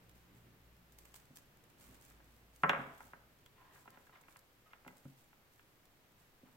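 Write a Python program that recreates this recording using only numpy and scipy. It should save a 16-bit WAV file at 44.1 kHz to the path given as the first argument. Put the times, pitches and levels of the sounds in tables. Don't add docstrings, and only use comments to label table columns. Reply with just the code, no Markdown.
import sys
import numpy as np
from scipy import signal
from scipy.fft import rfft, irfft, next_fast_len
from scipy.io import wavfile
from scipy.ndimage import uniform_filter1d

SR = 44100
rng = np.random.default_rng(int(sys.argv[2]) if len(sys.argv) > 2 else 0)


def transcribe(signal):
    frames = np.atleast_2d(signal).T
    limited = np.clip(frames, -1, 1)
    pcm = np.round(limited * 32767).astype(np.int16)
    wavfile.write(sys.argv[1], SR, pcm)


N = 289472
TIME = np.arange(N) / SR


def gain_of(db):
    return np.exp(np.asarray(db) * (np.log(10) / 20))


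def unit_rms(x):
    return x / np.sqrt(np.mean(x ** 2) + 1e-20)


def read(points, hz):
    known_hz, value = np.transpose(points)
    return np.interp(np.log(hz + 1), np.log(known_hz + 1), value)


def add(mix, start_s, sound):
    part = mix[..., max(round(start_s * SR), 0):][..., :sound.shape[-1]]
    part += sound[..., :part.shape[-1]]


def convolve(x, response):
    return signal.fftconvolve(np.atleast_2d(x), np.atleast_2d(response), axes=1)[:, :N]


def minimum_phase(spectrum):
    log_gain = np.log(gain_of(read(spectrum, abs(np.fft.fftfreq(4096, 1 / SR)))))
    response = np.fft.ifft(np.exp(signal.hilbert(log_gain).conj())).real[:2048]
    return response / np.linalg.norm(response)


def gestures(rows, rise_s, fall_s):
    envelope = np.zeros(N)
    for start, length, db in rows:
        t = TIME[:round((length + 10 * fall_s) * SR)]
        decay = np.exp(-np.maximum(t - length, 0) / fall_s)
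        add(envelope, start, gain_of(db) * np.minimum(t / rise_s, 1) * decay)
    return envelope


def diffuse_noise(samples):
    # frequency in Hz, coherence from 0 to 1.
    coherence = [(30, .7), (70, .68), (150, .92), (300, .8), (500, .68), (800, .3), (1500, .02),
                 (16000, .02)]
    size = next_fast_len(samples, True)
    spectra = rfft(rng.standard_normal((2, samples)), size)
    alike = read(coherence, np.fft.rfftfreq(size, 1 / SR))
    mid = spectra[0] * np.sqrt((1 + alike) / 2)
    side = spectra[1] * np.sqrt((1 - alike) / 2)
    return irfft(np.array([mid + side, mid - side]), size)[:, :samples]


def coloured_noise(spectrum):
    return unit_rms(convolve(diffuse_noise(N), minimum_phase(spectrum)))


def room(x, clutter_db, tail_db, clutter_t60=.1, onset_s=.0014):
    # frequency in Hz, t60 in seconds.
    decay_times = [(130, 0.44), (550, 0.58), (1200, 0.6), (2500, 0.58), (5000, 0.9), (12000, 0.06)]
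    # frequency in Hz, level in dB.
    colour = [(130, 2), (400, 6), (800, .8), (1300, -3.6), (2000, -2), (3200, -8.5), (5000, -10.5),
              (14000, -12)]
    hz, t, bands = signal.stft(diffuse_noise(SR), SR, nperseg=256)
    bands *= gain_of(read(colour, hz)[:, None] - 60 * t / read(decay_times, hz)[:, None])
    tail = signal.istft(bands, SR, nperseg=256)[1][:, :SR]
    clutter = diffuse_noise(SR) * gain_of(-60 * TIME[:SR] / clutter_t60)
    swell = np.minimum(TIME[:SR] / onset_s, 1) ** 2
    return convolve(x, swell * (gain_of(clutter_db) * clutter + gain_of(tail_db) * tail))


def hiss(level_db=-69.5):
    # frequency in Hz, relative density in dB.
    colour = [(20, 0), (55, -4), (80, -6.5), (115, -4.5), (200, -9), (350, -8.5), (1000, -11.5),
              (2000, -13), (3000, -16.5), (5000, -20.5), (7800, -24), (10000, -25.5), (13000, -19),
              (15800, -22)]
    return gain_of(level_db) * coloured_noise(colour)


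def murmur():
    # frequency in Hz, relative density in dB.
    colour = [(25, -13.5), (80, -3.5), (125, 0), (190, -6), (300, -7), (600, -14.5), (1600, -17.5),
              (3000, -21.5), (6000, -37), (16000, -44)]
    # time in seconds, level in dB.
    contour = [(0, -67), (.45, -71.5), (.7, -71.5), (1.6, -69.5), (1.9, -66), (2.5, -71.5), (4.0, -71.5),
               (4.5, -76), (6.56, -73)]
    times, db = np.transpose(contour)
    return gain_of(np.interp(TIME, times, db) - .3) * coloured_noise(colour)


def drone(start_hz=60.2, sag_hz_per_s=2.1, lowest_hz=56.3, drift=.012, waver_db=3, rest_db=-95.5):
    # start and length in seconds, fundamental level in dB, overtone level in dB.
    swells = [(-.05, 0.52, -73, -68.5), (0.598, 0.56, -71, -77), (1.8, .2, -75, -82), (2.05, .55, -71, -84),
              (2.7, .55, -76, -87)]
    overtones_db = [-1, -5, -14, -23, -20]
    knots = np.linspace(0, TIME[-1], num=90)
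    draws = rng.standard_normal((2 + len(overtones_db), len(knots)))
    waver, wander, *flutters = (np.interp(TIME, knots, row) for row in draws)
    hz = np.maximum(start_hz - sag_hz_per_s * TIME, lowest_hz) * (1 + drift * wander)
    phase = 2 * np.pi * np.cumsum(hz) / SR
    fundamental = gain_of(waver_db * waver) * unit_rms(np.sin(phase))
    overtones = sum(gain_of(db + waver_db * flutter) * np.sin(k * phase)
                    for k, (db, flutter) in enumerate(zip(overtones_db, flutters), 2))
    rest, rise_s, fall_s = gain_of(rest_db), .081, .14
    deep = rest + gestures([(s, length, db) for s, length, db, _ in swells], rise_s, fall_s)
    upper = rest + gestures([(s, length, db) for s, length, _, db in swells], rise_s, fall_s)
    return deep * fundamental + upper * unit_rms(overtones)


def grains(per_s, spread_db=3):
    size = gain_of(spread_db * np.minimum(rng.exponential(1, N), 4))
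    return unit_rms(size * rng.choice([-1, 1], N) * (rng.random(N) < per_s / SR))


def rustle(holding_db=-84.5, clump_db=3):
    # start in seconds, length in seconds, level in dB.
    pulls = [(0.144, 0.036, -75.5), (0.342, 0.027, -73.5), (.98, 0.093, -71), (1.135, 0.065, -73),
             (1.342, 0.055, -71), (1.788, .1, -66), (1.915, .04, -71.5), (1.995, 0.11, -70),
             (2.24, .14, -80), (2.529, 0.44, -76), (2.985, 0.086, -71.5), (3.716, 0.092, -71),
             (3.961, 0.11, -80), (4.275, 0.031, -70), (4.86, 0.25, -79.5), (5.16, 0.061, -75.5),
             (5.507, 0.028, -76), (6.17, 0.047, -77.5)]
    fibres = np.array([grains(per_s=6000), grains(per_s=6000)])
    catching = gain_of(clump_db * unit_rms(uniform_filter1d(rng.standard_normal(N), size=150)))
    rubbing = gain_of(holding_db) + gestures(pulls, rise_s=.02, fall_s=.035)
    return rubbing * catching * fibres


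def crackle(decay_s, body_db, swell_s=.0018, snap_s=.0011, body_hz=2500, crisp_hz=4200):
    t = TIME[:SR // 16] - .01
    shape = (2, len(t))
    clicks = rng.standard_normal(shape) * (rng.random(shape) < 7000 / SR)
    clicks *= gain_of(-12) * np.exp(-abs(t) / np.where(t < 0, swell_s, decay_s))
    snap = rng.standard_normal(shape) * (t >= 0) * np.exp(-abs(t) / snap_s)
    snap /= np.linalg.norm(snap, axis=1, keepdims=True)
    return convolve(snap + clicks, minimum_phase([(body_hz, body_db), (crisp_hz, 0)]))


def twigs(stray_count=24, stray_db=-53.5, stray_spread_db=3, right_db=2):
    # time in seconds, level in dB, decay time of the splintering
    # in seconds, woody body in dB.
    crackles = [(0.095, -42, .002, -3), (0.9225, -45, .012, -6), (0.9875, -34.5, .004, -3),
                (1.0545, -39, .005, 5), (1.1205, -49, .001, -3), (1.1428, -33.5, .005, 3),
                (1.1558, -36.5, .003, -3), (1.1605, -34, .01, -4), (1.2555, -48, .001, -8),
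                (1.3588, -37, .002, -10), (1.3646, -35.5, .003, -7), (1.3712, -30.5, .003, -5),
                (1.385, -45, .008, 0), (1.572, -48, .002, -4), (1.640, -45, .002, -5),
                (1.701, -48, .004, -5), (1.7865, -48, .001, -6), (1.799, -46, .008, -8),
                (1.8105, -42.5, .002, 0), (2.0125, -45, .002, -8), (2.0232, -42.5, .002, -4),
                (2.0515, -42, .003, -5), (2.083, -48, .002, 0), (2.1015, -43.5, .002, -9),
                (2.1195, -46, .002, 8), (2.244, -49, .001, -6), (2.562, -40.5, .0014, -4),
                (2.9803, -42, .006, -5), (3.462, -42, .0015, 0), (3.9053, -40, .001, -4),
                (4.2125, -44, .007, -6), (4.3252, -44, .001, -8), (4.3696, -38.5, .002, -8),
                (4.392, -42, .003, -7), (4.8782, -38, .005, -2), (4.9706, -42.5, .002, -4),
                (4.982, -45, .002, -5), (5.855, -47, .004, -3)]
    # frequency in Hz, relative gain in dB.
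    colour = [(100, -17.5), (500, 3.5), (1500, 1.5), (3000, 0), (5000, -2), (6500, 0.5), (7900, 3),
              (9700, -2), (12000, 1), (16000, 0.5)]
    source = rustle()
    strays = [(when * TIME[-1], stray_db + stray_spread_db * (2 * size - 1), .0024, -3)
              for when, size in rng.random((stray_count, 2))]
    for s, db, decay_s, body_db in crackles + strays:
        add(source, s - .01, gain_of(db) * crackle(decay_s, body_db))
    direct = gain_of(-.8) * convolve(source, minimum_phase(colour))
    return direct * gain_of([[0], [right_db]]) + room(direct, clutter_db=-33, tail_db=-35.5)


def low_swells():
    # start in seconds, length in seconds, level in dB.
    swells = [(.27, .075, -69), (.42, .08, -71.5)]
    # frequency in Hz, relative density in dB.
    colour = [(50, -25), (115, -0.5), (200, -2), (380, -5.5), (700, -22), (2000, -19), (8000, -47)]
    return gestures(swells, rise_s=.027, fall_s=.14) * coloured_noise(colour)


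def ring(modes):
    hz, db, t60 = np.transpose(modes)[:, :, None]
    t = TIME[:SR // 5]
    sign = (-1) ** np.arange(len(modes))[:, None]
    return sign * gain_of(db - 60 * t / t60) * np.cos(2 * np.pi * hz * t)


def soften(x, cutoff_hz):
    softened = signal.sosfilt(signal.butter(4, cutoff_hz, fs=SR, output="sos"), x)
    return softened / abs(softened).max()


def thuds():
    # start in seconds, level in dB, weight of the lowest mode in dB.
    blows = [(1.3044, -53.5, -0.5), (1.887, -56.5, -10), (1.922, -59, -10), (2.789, -41, 2),
             (2.868, -51, 0), (3.044, -59, -8), (4.866, -55, -14), (5.0537, -44, 4.5), (6.43, -52.5, -12)]
    # frequency in Hz, level in dB, t60 in seconds.
    low_modes = [(138, -8, 0.17), (188, -13, 0.14), (249.7, -1.5, 0.07), (306, -3.5, 0.055),
                 (550, -9, 0.078)]
    direct, modes = np.zeros(N), ring(low_modes)
    for s, db, weight_db in blows:
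        boom = gain_of(weight_db) * modes[0] + modes[1:].sum(0)
        add(direct, s, gain_of(db) * soften(boom, cutoff_hz=480))
    return gain_of(2) * direct + room(direct, clutter_db=-35, tail_db=-40.5)


def right_path(x, turn_hz=2080, width_hz=900):
    # frequency in Hz, relative gain in dB.
    colour = [(300, 0), (1200, 1), (2200, 2.5), (4000, 3)]
    band = signal.lfilter(*signal.iirpeak(turn_hz, turn_hz / width_hz, fs=SR), x)
    return convolve(x - 2 * band, minimum_phase(colour))[0]


def early_sound(x, right_lag_s=.00003, right_db=2.7):
    # left delay in seconds, right delay in seconds, level in dB.
    echoes = [(.0036, .00295, -6.5), (.0062, .0092, -15)]
    pair, bright = np.zeros((2, N)), right_path(x)
    for left_s, right_s, db in [(0, right_lag_s, 0)] + echoes:
        add(pair[0], left_s, gain_of(db) * x)
        add(pair[1], right_s, gain_of(db + right_db) * bright)
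    return pair


def knocks(low_hz=600, spot_t60=.024, heavy_db=-17):
    # start in # seconds,
    # level in dB, brightness in Hz, weight of the low modes in dB, pitch of the struck spot in Hz, # level of
    # its ring in dB.
    strikes = [(2.108, -57.5, 2200, -2, 1500, -5), (2.201, -57, 2380, 15, 1590, -5),
               (2.6342, -14.8, 2100, 1, 1330, -10), (2.6408, -23, 1500, -2, 1100, -5),
               (2.6943, -14.8, 3700, 2, 1500, -3.5), (2.7135, -35, 3000, -5, 1350, -1),
               (2.7313, -25, 2400, 0, 1200, -4), (2.7475, -31, 2300, 0, 1310, -5),
               (2.7585, -35, 2700, -3, 1560, -5), (2.801, -37, 1900, -3, 1100, -6),
               (3.0043, -40, 1900, -1, 900, -7), (3.1328, -40.5, 2000, 3, 1560, -10),
               (3.461, -53, 5000, -15.5, 3290, -3.5), (3.6164, -54, 1130, -21, 990, -4),
               (3.757, -54, 2600, 4, 1620, -4), (3.8569, -51.5, 1200, 1, 980, 0),
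               (3.8767, -47, 2300, 6, 1010, -2.5), (3.9722, -50, 2290, 11, 990, -5.5),
               (4.0694, -57, 2320, -23, 1600, -1), (4.0931, -52, 1920, 4, 920, -10),
               (4.155, -53, 2600, -2, 2150, -1), (4.236, -61, 3000, -10, 2170, 4),
               (4.2824, -51.5, 2800, 3, 1110, -6), (4.3589, -48, 2800, 2, 1420, -8),
               (4.7322, -44, 3300, -3, 1374, -8), (4.8473, -52, 2394, 6, 1400, -8),
               (4.8625, -46.5, 1900, 18, 850, -5.5), (4.878, -43, 3400, 10, 2060, -6),
               (4.905, -55, 2000, 12, 900, -6), (5.0525, -56, 1900, 13.5, 706, -11),
               (5.329, -54.5, 2490, -7.5, 904, -7.5), (5.594, -53.5, 3300, -12.5, 1700, -9)]
    # frequency in Hz, level in dB, t60 in seconds.
    wood = [(165, -25, .08), (265, -27, .048), (390, -24.5, .05), (560, -17.5, .033), (675, -17.5, .045),
            (848, -9.5, .021), (1005, -6.5, .017), (1290, -3, .0167), (1450, 1.4, .0108),
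            (1594, -2.9, .013), (1950, -4.8, .0118), (2240, -2.2, .008), (2790, -5, .008),
            (3259, -4.9, .006), (4050, -8.5, .003)]
    # frequency in Hz, relative density in dB.
    click_colour = [(100, -9), (3000, -2), (5500, 3), (7900, -1.5), (9800, -13.5), (12000, -3), (16000, -5)]
    direct, to_room = np.zeros((2, N))
    modes, click = ring(wood), minimum_phase(click_colour)
    lowness = 1 / (1 + (np.array(wood)[:, 0] / low_hz) ** 4)
    for s, db, bright_hz, weight_db, spot_hz, spot_db in strikes:
        spot = ring([(spot_hz, spot_db, spot_t60)])[0]
        body = soften(gain_of(weight_db * lowness) @ modes - spot, bright_hz)
        click_db = -28.5 + 20.5 * np.log2(bright_hz / 1964)
        body[:len(click)] += gain_of(click_db) * click
        add(direct, s, gain_of(db) * body)
        add(to_room, s, gain_of(db + .1 * (db - heavy_db)) * body)
    return gain_of(-.7) * early_sound(direct) + room(to_room, clutter_db=-29, tail_db=-33.5)


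def resonate(x, hz, width_hz):
    carrier = np.exp(2j * np.pi * np.cumsum(hz) / SR)
    pole = np.exp(-np.pi * width_hz / SR)
    return (carrier * signal.lfilter([(1 - pole) ** 2], [1, -2 * pole, pole ** 2], x / carrier)).real


def scrapes(drift=.03):
    # start and length in seconds, level in dB, the rasp's share of the power
    # from 0 to 1, pitch of the creak in Hz.
    shoves = [(3.55, 0.15, -69.5, .45, 985), (3.705, 0.081, -73, 0.9, 1050),
              (3.913, 0.044, -68.5, 0.85, 1010), (4.121, 0.038, -63.5, 0.94, 1050),
              (4.24, 0.087, -78, 0.7, 2210), (4.653, 0.026, -71.5, 0.7, 1260), (4.70, 0.022, -73, .6, 2080),
              (6.18, 0.051, -78, .8, 1000), (6.445, 0.042, -74, 0.4, 900)]
    # frequency in Hz, relative density in dB.
    colour = [(200, -20), (600, -6), (1000, 0.5), (1600, 2), (2400, -5), (3500, -9), (6000, -23),
              (16000, -40)]
    slips = grains(per_s=1200)
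    rasp = unit_rms(convolve(slips, minimum_phase(colour)))
    wander = 1 + drift * unit_rms(uniform_filter1d(rng.standard_normal(N), size=2500))
    direct = np.zeros((1, N))
    for *shove, share, hz in shoves:
        creak = unit_rms(resonate(slips, hz * wander, width_hz=170))
        envelope = gestures([shove], rise_s=.011, fall_s=.018)
        direct += envelope * (np.sqrt(1 - share) * creak + np.sqrt(share) * rasp)
    return gain_of(-2.5) * direct + room(direct, clutter_db=-26.5, tail_db=-31.5)


def scene():
    return hiss() + murmur() + drone() + knocks() + thuds() + scrapes() + twigs() + low_swells()


def record(dry):
    edge_hz = 16050
    low_pass = signal.firwin(511, edge_hz, window=("kaiser", 8), fs=SR)
    return signal.oaconvolve(dry, low_pass[None], "same")


dry = scene()
out = record(dry)
transcribe(out)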